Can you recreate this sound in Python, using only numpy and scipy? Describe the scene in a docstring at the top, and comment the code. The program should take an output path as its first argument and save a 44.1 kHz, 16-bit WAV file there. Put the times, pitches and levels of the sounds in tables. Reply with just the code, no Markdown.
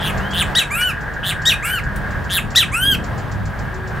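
"""A lone harsh rattle sounds over a reedy pond: a moorhen, which goes on to give three phrases,
each a rattle, a loud yelp and a long arched wail. Its voice is a harmonic series led by the second
harmonic, pulsed in the rattles and breaking up in the yelps and wails. A small creature ticks in the
reeds and a far bird calls; later come one snap and a dull rush. Behind them lie a low rumble,
faint hums and the pulsing whirr of what may be a distant engine."""
import sys
import numpy as np
from scipy import signal
from scipy.fft import rfft, irfft, next_fast_len
from scipy.io import wavfile
from scipy.ndimage import uniform_filter1d, map_coordinates

SR = 44100
rng = np.random.default_rng(int(sys.argv[2]) if len(sys.argv) > 2 else 0)


def bounce(signal):
    """Save signal as a 16-bit WAV file at the path given by the first command-line argument."""
    frames = np.transpose(np.atleast_2d(signal))
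    limited = np.clip(frames, -1, 1)
    pcm = np.round(limited * 32767).astype(np.int16)
    wavfile.write(sys.argv[1], SR, pcm)


N = 176400
TIME = np.arange(N) / SR
TOP_HZ = 15800


def amp(db):
    """Decibels to gain."""
    return 10 ** (np.asarray(db) / 20)


def unit(x):
    """Normalisation to rms 1."""
    return x / np.sqrt(np.mean(x ** 2) + 1e-20)


def along(points, hz):
    """Interpolation on a log frequency axis."""
    f, v = np.transpose(points)
    return np.interp(np.log(hz + 1), np.log(f + 1), v)


def curves(rows, at):
    """Linear interpolation of each later column against the first."""
    first, *columns = np.transpose(rows)
    return [np.interp(at, first, c) for c in columns]


def gate(t, start, end, fade):
    """A window with linear edges."""
    return np.clip(np.minimum(t - start, end - t) / fade + .5, 0, 1)


def wobble(rate, t):
    """Smooth random modulation, rate knots a second."""
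    return map_coordinates(rng.standard_normal(N // 8), [(t - t[0]) * rate], mode="wrap")


def burst(start, attack, hold, t60):
    """Linear attack, hold and exponential decay."""
    age = TIME - start
    return np.clip(age / attack, 0, 1) * amp(-60 * np.maximum(age - hold, 0) / t60)


def filtered(x, response):
    """Filtering by multiplication of the spectrum."""
    m = next_fast_len(N + SR // 2)
    return irfft(rfft(x, m) * response(np.fft.rfftfreq(m, 1 / SR)), m)[..., :N]


# Likeness of left and right: frequency_hz, correlation
COHERENCE = [(30, 0.76), (80, 0.8), (180, 0.55), (350, 0.33), (700, 0.68), (1500, 0.77), (5000, 0.78),
             (14000, 0.97)]
def noise(spectrum):
    """Partly coherent stereo noise of rms 1, mixed from independent mid and side signals."""
    def response(hz):
        angle = np.arccos(along(COHERENCE, hz)) / 2
        return amp(along(spectrum, hz)) * [np.cos(angle), np.sin(angle)]
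    mid, side = filtered(rng.standard_normal((2, N)), response)
    return unit(np.array([mid + side, mid - side]))


# Fixed colour of the overtones: frequency_hz, gain_db
THROAT = [(3500, 0), (5200, -4), (8500, 1), (14000, 0), (15500, -7)]
def overtones(t, hz, phase, balance, rasp_share):
    """Source and filter: harmonics 3 to 14, each in a band of rasp, are weighted by the throat."""
    orders = np.arange(3, 15)[:, None]
    early, late = curves(balance, orders)
    age = t - t[0]
    morph = np.interp(age / age[-1], [0.38, 0.85], [0, 1])
    shimmer_db = 6 * np.array([wobble(60, t) for k in orders])
    gains = amp(early + (late - early) * morph + along(THROAT, orders * hz) + shimmer_db)
    gains *= orders * hz < TOP_HZ
    opened = np.clip(age / (orders * .0016), 0, 1) ** 2  # higher harmonics open later
    rasp = np.array([wobble(1900, t) + 1j * wobble(1900, t) for k in orders]) / np.sqrt(2)
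    offsets = rng.uniform(0, 2 * np.pi, orders.shape)
    partials = np.exp(1j * (orders * phase + offsets)) * (1 + rasp_share * rasp)
    return (opened * gains * partials.real).sum(0) / np.linalg.norm(gains, axis=0) / np.hypot(1, rasp_share)


def flutter(t, hz, rate_hz=178.1, slip_rad=1):
    """Amplitude modulation with a phase slip between pulses, both shallower at low pitch."""
    beats = np.cumsum(rate_hz * (1 + 0.033 * wobble(53.6, t))) / SR
    depth = np.interp(hz, [1270, 1600], [.25, 1])
    slip = depth * uniform_filter1d(slip_rad * rng.standard_normal(N)[beats.astype(int)], size=40)
    opening = depth * (-np.cos(2 * np.pi * beats) + .5 * np.cos(4 * np.pi * beats))
    return slip, unit(amp(6.5 * opening)), unit(amp(3 * opening))


# Where the voice breaks up: start_s, end_s, roughness
BREAKS = [(0.577, 0.648, 0.47), (0.78, 0.823, 0.48), (1.494, 1.55, 0.42), (1.65, 1.71, 0.5),
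          (2.575, 2.66, 0.58), (2.72, 2.78, 0.07), (2.946, 2.953, 0.19)]
FADE_S, TREBLE_FADE_S = 0.00507, 0.0097
def call(rows, balance, roughness, hiss_db, body_db, treble_db, low_db, side_db=-10, pulsed=False):
    """A harmonic series with phase jitter; in the breaks a second, inharmonic oscillator joins."""
    start, end = rows[0][0], rows[-1][0]
    window = gate(TIME, start, end, FADE_S)
    t = TIME[window > 0]
    hz, second, treble, *low = curves(rows, t)
    breaking = sum(r * gate(t, a, b, 0.0026) for a, b, r in BREAKS)
    rough = roughness + breaking
    glide = 2 * np.pi * np.cumsum(hz * (1 + 0.0064 * wobble(69.6, t))) / SR
    jitter = 0.25 * rough * wobble(1500, t)
    slip, pulse, treble_pulse = flutter(t, hz) if pulsed else (0, 1, 1)
    phase = glide + jitter + slip
    upper = overtones(t, hz, glide + jitter / 2, balance, rasp_share=amp(hiss_db) + 4.8 * breaking)
    upper *= gate(t, start + TREBLE_FADE_S / 4, end - TREBLE_FADE_S / 4, TREBLE_FADE_S)
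    side_gain = breaking * amp(side_db)
    side_tone = np.sin(1.62 * phase + 0.86 * wobble(254, t))
    body = (np.sin(2 * phase) + side_gain * side_tone) / np.hypot(1, side_gain)
    if pulsed:  # a hoarse noise band surrounds the second harmonic
        body += amp(1) * (wobble(1000, t) * np.sin(2 * phase) + wobble(1000, t) * np.cos(2 * phase))
        envelope = np.abs(signal.hilbert(body))
        body = unit(body / np.sqrt(envelope + .1)) / np.sqrt(2)
    fundamental = amp((low[0] if low else second) + low_db) * np.sin(phase)
    voice = pulse * (amp(second + body_db) * body + fundamental)
    voice += treble_pulse * amp(treble + treble_db) * upper
    out = np.zeros(N)
    out[window > 0] = np.sqrt(2) * voice * amp(1.4 * rough * wobble(461, t))
    return out * window


# One contour per rattle, levels relative: time_s, pitch_hz, second_harmonic_db, treble_db
RATTLES = [
    [(0.0, 1596, -32, -44), (0.05, 1660, -25, -34.5), (0.08, 1514, -23.5, -30.5), (0.11, 1120, -25.5, -38),
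     (0.118, 1082, -45, -54)],
    [(0.33, 1502, -27, -37), (0.398, 1725, -19.5, -28), (0.414, 1547, -16.5, -23),
     (0.426, 1210, -13.5, -25), (0.442, 1135, -36, -48)],
    [(1.232, 1395, -26.5, -46.5), (1.272, 1790, -24.5, -27), (1.302, 1744, -21.5, -25),
     (1.327, 1184, -19.5, -36.5), (1.337, 1019, -39, -36)],
    [(2.295, 1520, -27.5, -38), (2.34, 1848, -21.5, -21.5), (2.372, 1710, -22, -18.5),
     (2.385, 1312, -13, -28), (2.4, 1090, -23, -33)],
]
# Overtone balance: harmonic, early_db, late_db
RATTLE_OVERTONES = [(3, -4, -27), (4, -11.5, -7), (5, -11.5, -7), (6, -3.5, 9), (7, -13, -14), (8, -10, -2),
                    (10, -4, -4), (14, -14, -15)]
def rattles():
    """Fast amplitude modulation spreads each harmonic into sidebands, heard as a rattle."""
    return sum(call(rows, RATTLE_OVERTONES, roughness=.3, hiss_db=5,
                    body_db=-1, treble_db=-3, low_db=-11, pulsed=True) for rows in RATTLES)


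# Rumble envelope: time_s, level_db
RUMBLE_LEVEL = [(0.0, -28.5), (0.19, -24.5), (0.36, -26.5), (0.49, -22.5), (0.62, -36.5), (0.76, -24.5),
                (0.78, -30), (1.77, -28), (1.8, -25.5), (2.78, -27.5), (2.87, -23), (4.0, -26.5)]
# Rumble spectrum: frequency_hz, gain_db
RUMBLE_SPECTRUM = [(12, -35), (20, -9), (49, 1), (107, 0.5), (156, -1.5), (173, -7.5), (201, -5.5),
                   (242, -11), (315, -17), (400, -22.5), (520, -41), (880, -120)]
def rumble():
    """Low-frequency noise under a wavering envelope."""
    level, = curves(RUMBLE_LEVEL, TIME)
    return amp(level + 0.04 + 1.14 * wobble(14, TIME)) * noise(RUMBLE_SPECTRUM)


# Outdoor noise envelope: time_s, relative_db
AIR_LEVEL = [(0.0, -32), (0.5, -30.5), (0.59, -35), (3.0, -36.5), (4.0, -36)]
# Outdoor noise spectrum: frequency_hz, gain_db
AIR_SPECTRUM = [(200, -9.5), (400, 0.5), (700, 2), (1300, -0.5), (1900, -4), (2500, -14), (3200, -16.5),
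                (4200, -23), (7000, -31), (11000, -35), (15500, -33)]
def air():
    """Broadband ambient noise, slowly modulated in level."""
    level, = curves(AIR_LEVEL, TIME)
    return amp(level + 4 + 1.7 * wobble(5.47, TIME)) * noise(AIR_SPECTRUM)


# Low tones: start_s, end_s, pitch_hz, level_db
HUMS = [(0, 1.7, 151, -35), (0, 0.6, 195.5, -33), (1.9, 2.7, 196, -36), (3, 3.55, 100.8, -31),
        (3.72, 3.94, 373.6, -35)]
def hums():
    """Pure tones waver by slow amplitude and phase modulation."""
    return sum(amp(db + 2.7 * wobble(4.79, TIME)) * gate(TIME, start, end, 0.021)
               * np.sin(2 * np.pi * hz * TIME + 0.5 * wobble(7.07, TIME)) for start, end, hz, db in HUMS)


# Whirr resonance: frequency_hz, gain_db
RESONANCE = [(1100, -15), (1400, 1.5), (1600, 12), (1700, 11.5), (1850, 5.5), (2300, -27)]
# Whirr envelope: time_s, relative_db
WHIRR_LEVEL = [(0.0, -32.5), (1.8, -28), (2.9, -38), (4.0, -34.5)]
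def whirr(rate_hz=60, scatter_s=0.00201, scatter_db=3):
    """Impulse excitation: uneven pulses each ring one narrow resonance."""
    beats = np.arange(0, N / SR, 1 / rate_hz)
    late, size = rng.standard_normal((len(beats), 2)).T
    at = np.clip((beats + scatter_s * late) * SR, 0, N - 1).astype(int)
    pulses = np.bincount(at, amp(scatter_db * size), N)
    low_hz, high_hz = RESONANCE[0][0], RESONANCE[-1][0]
    ringing = filtered(pulses, lambda hz: amp(along(RESONANCE, hz)) * (hz > low_hz) * (hz < high_hz))
    level, = curves(WHIRR_LEVEL, TIME)
    return amp(level + 1.5) * unit(ringing)


# Ticks in the reeds: start_s, relative_db
TICKS = [(0.1748, -34.5), (0.3072, -34.5), (1.007, -41.5), (1.1358, -43), (1.4176, -36), (1.8357, -41),
         (2.1065, -39.5), (2.242, -40.5), (2.504, -35), (3.04, -34.5), (3.1777, -35.5), (3.315, -36),
         (3.454, -36.5), (3.5887, -37), (3.7419, -40), (3.874, -38.5)]
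# Tick spectrum: frequency_hz, gain_db
TICK_SPECTRUM = [(2500, -33), (4300, 5), (5500, 5.5), (6400, 3), (7200, 7.5), (8200, -5), (11000, -31)]
def ticks():
    """A small creature's ticks: damped bursts of high noise, up to about seven a second."""
    envelope = sum(amp(db - 5.5) * burst(s, attack=0.00069, hold=0.0069, t60=0.14) for s, db in TICKS)
    return envelope * noise(TICK_SPECTRUM)


# A faint call: time_s, pitch_hz, level_db
FAR_WAIL = [(0.181, 1280, -42), (.25, 1533, -36), (0.301, 1614, -36.5), (.34, 1673, -33)]
def far_wail():
    """Attenuation with distance: only the second harmonic of a far bird carries."""
    hz, db = curves(FAR_WAIL, TIME)
    phase = 2 * np.pi * np.cumsum(hz) / SR
    return amp(db) * np.sin(2 * phase) * gate(TIME, FAR_WAIL[0][0], FAR_WAIL[-1][0], 0.022)


# One contour per yelp, levels relative: time_s, pitch_hz, second_harmonic_db, treble_db, fundamental_db
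YELPS = [
    [(0.55, 1350, -18, -13, -25), (0.558, 1786, -16, -26, -30), (0.574, 1978, -9.5, -28, -24.5),
     (0.588, 1897, -12, -23, -23), (0.602, 1430, -16.5, -28, -40), (0.612, 1340, -23, -33, -48),
     (0.62, 1343, -15.5, -31, -35), (0.643, 1075, -34, -40, -48)],
    [(1.453, 1467, -21.5, -11, -30), (1.461, 1826, -14.5, -29, -29), (1.481, 1895, -7, -17.5, -24.5),
     (1.493, 1874, -8, -27, -24), (1.503, 1547, -16, -28, -47), (1.527, 1260, -13, -30, -53),
     (1.539, 1210, -23, -35, -33), (1.546, 1240, -18, -26, -37)],
    [(2.55, 1233, -18.5, -16, -29), (2.557, 1505, -26, -28, -28), (2.559, 1746, -9, -18, -31),
     (2.577, 2004, -6.5, -20.5, -21.5), (2.589, 1897, -12, -22, -23), (2.609, 1688, -14, -29.5, -39),
     (2.631, 1315, -14.5, -32, -26), (2.648, 1004, -28.5, -35, -58)],
]
# Overtone balance: harmonic, early_db, late_db
YELP_OVERTONES = [(3, 4.5, -2), (4, 4.5, -13), (5, -3.5, -0.5), (6, -9.5, 2), (7, -7.5, 7), (8, -9, 1),
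                  (10, -11, -3), (14, -20, -7)]
def yelps():
    """Frequency modulation: a loud harmonic tone sweeps quickly up and down, breaking near its peak."""
    return sum(call(rows, YELP_OVERTONES, roughness=0.16, hiss_db=-5,
                    body_db=-2, treble_db=1, low_db=2.5, side_db=-9.5) for rows in YELPS)


# One contour per wail, levels relative: time_s, pitch_hz, second_harmonic_db, treble_db, fundamental_db
WAILS = [
    [(0.7, 968, -36, -44, -45), (0.718, 1171, -20.5, -35, -33), (0.754, 1279, -19.5, -30, -37),
     (0.768, 1383, -27, -29, -26.5), (0.81, 1450, -19, -27.5, -21.5), (0.864, 1506, -16.5, -36, -21.5),
     (0.894, 1393, -22, -33, -26), (0.92, 1140, -26.5, -40, -42)],
    [(1.62, 930, -32, -31.5, -51), (1.626, 990, -26, -41, -77), (1.636, 1208, -26.5, -40, -30),
     (1.652, 1363, -24, -27.5, -30), (1.74, 1536, -26, -31, -23), (1.784, 1364, -23, -39.5, -25.5),
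     (1.8, 1020, -28, -40, -44), (1.805, 1007, -33, -42, -57)],
    [(2.712, 972, -40, -42, -42), (2.746, 1259, -15, -30, -29), (2.794, 1467, -31.5, -29.5, -20.5),
     (2.84, 1586, -14.5, -27, -26), (2.888, 1646, -15.5, -32.5, -28.5), (2.92, 1590, -11.5, -26.5, -26),
     (2.938, 1492, -21, -29.5, -22.5), (2.957, 1230, -22, -31, -43)],
]
# Overtone balance: harmonic, early_db, late_db
WAIL_OVERTONES = [(3, -10, 0), (4, -5, 2), (5, -13, -1), (6, 5.5, -3), (7, 2, -7), (8, 1.5, 2), (9, -2, -3),
                  (10, -10, -2), (14, -14, -14)]
def wails():
    """Biphonation: a long arched glide carries a second tone where it breaks."""
    return sum(call(rows, WAIL_OVERTONES, roughness=0.13, hiss_db=-9.5,
                    body_db=-1.5, treble_db=-0.8, low_db=1.5, side_db=6.5) for rows in WAILS)


# Snap spectrum: frequency_hz, gain_db
SNAP_SPECTRUM = [(1000, 4), (3000, 1), (6000, -6), (9500, 1), (12000, -11), (15000, -2)]
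def snap():
    """One broadband transient with exponential decay."""
    return amp(-33) * burst(start=1.959, attack=0.00086, hold=0.0029, t60=0.11) * noise(SNAP_SPECTRUM)


# Envelope of a dull rush: time_s, level_db
SWELL_LEVEL = [(2.78, -51), (2.88, -31.5), (3.02, -27.5), (3.12, -62)]
# Its spectrum: frequency_hz, gain_db
SWELL_SPECTRUM = [(100, -38), (200, -1.5), (320, -9.5), (480, -15), (900, -35), (3000, -80)]
def swell():
    """Band-limited noise near 200 Hz rises and falls once."""
    level, = curves(SWELL_LEVEL, TIME)
    return amp(level) * noise(SWELL_SPECTRUM)


def stems(x, t60=0.014):
    """Early scattering from close stems, opposite in polarity left and right, widens the voice."""
    t = np.arange(SR // 20) / SR
    scatter = rng.standard_normal(len(t)) * amp(-60 * t / t60)
    return signal.fftconvolve(x, scatter / np.linalg.norm(scatter))[:N] * np.array([[1], [-1]])


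# Decay time of the reed bank: frequency_hz, t60_s
BANK_DECAY = [(500, 0.068), (3000, 0.2), (8000, 0.2), (15000, 0.091)]
def reed_bank(x):
    """Reverberation: the reeds scatter a short tail, different on each side."""
    hz, t, spectra = signal.stft(rng.standard_normal((2, SR // 2)), SR, nperseg=256)
    decay = amp(-60 * t / along(BANK_DECAY, hz)[:, None])
    tail = signal.istft(spectra * decay, SR, nperseg=256)[1]
    tail = tail + 0.55 * tail[::-1]
    return signal.fftconvolve(x[None], tail / np.linalg.norm(tail[0]), axes=1)[:, :N]


def scene():
    """Superposition of direct and scattered sound, with the birds nearly straight ahead."""
    birds = rattles() + yelps() + wails() + far_wail()
    mix = birds * amp([[.3], [-.3]]) + amp(-18) * stems(birds) + amp(-7.5) * reed_bank(birds)
    mix += ticks() + snap() + rumble() + air() + hums()
    engine = whirr()
    return mix + amp(-6) * engine + amp(-4) * reed_bank(engine) + swell()


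def record(dry):
    """An ideal low-pass filter limits the bandwidth."""
    return filtered(dry, lambda hz: hz < TOP_HZ)


dry = scene()
out = record(dry)
bounce(out)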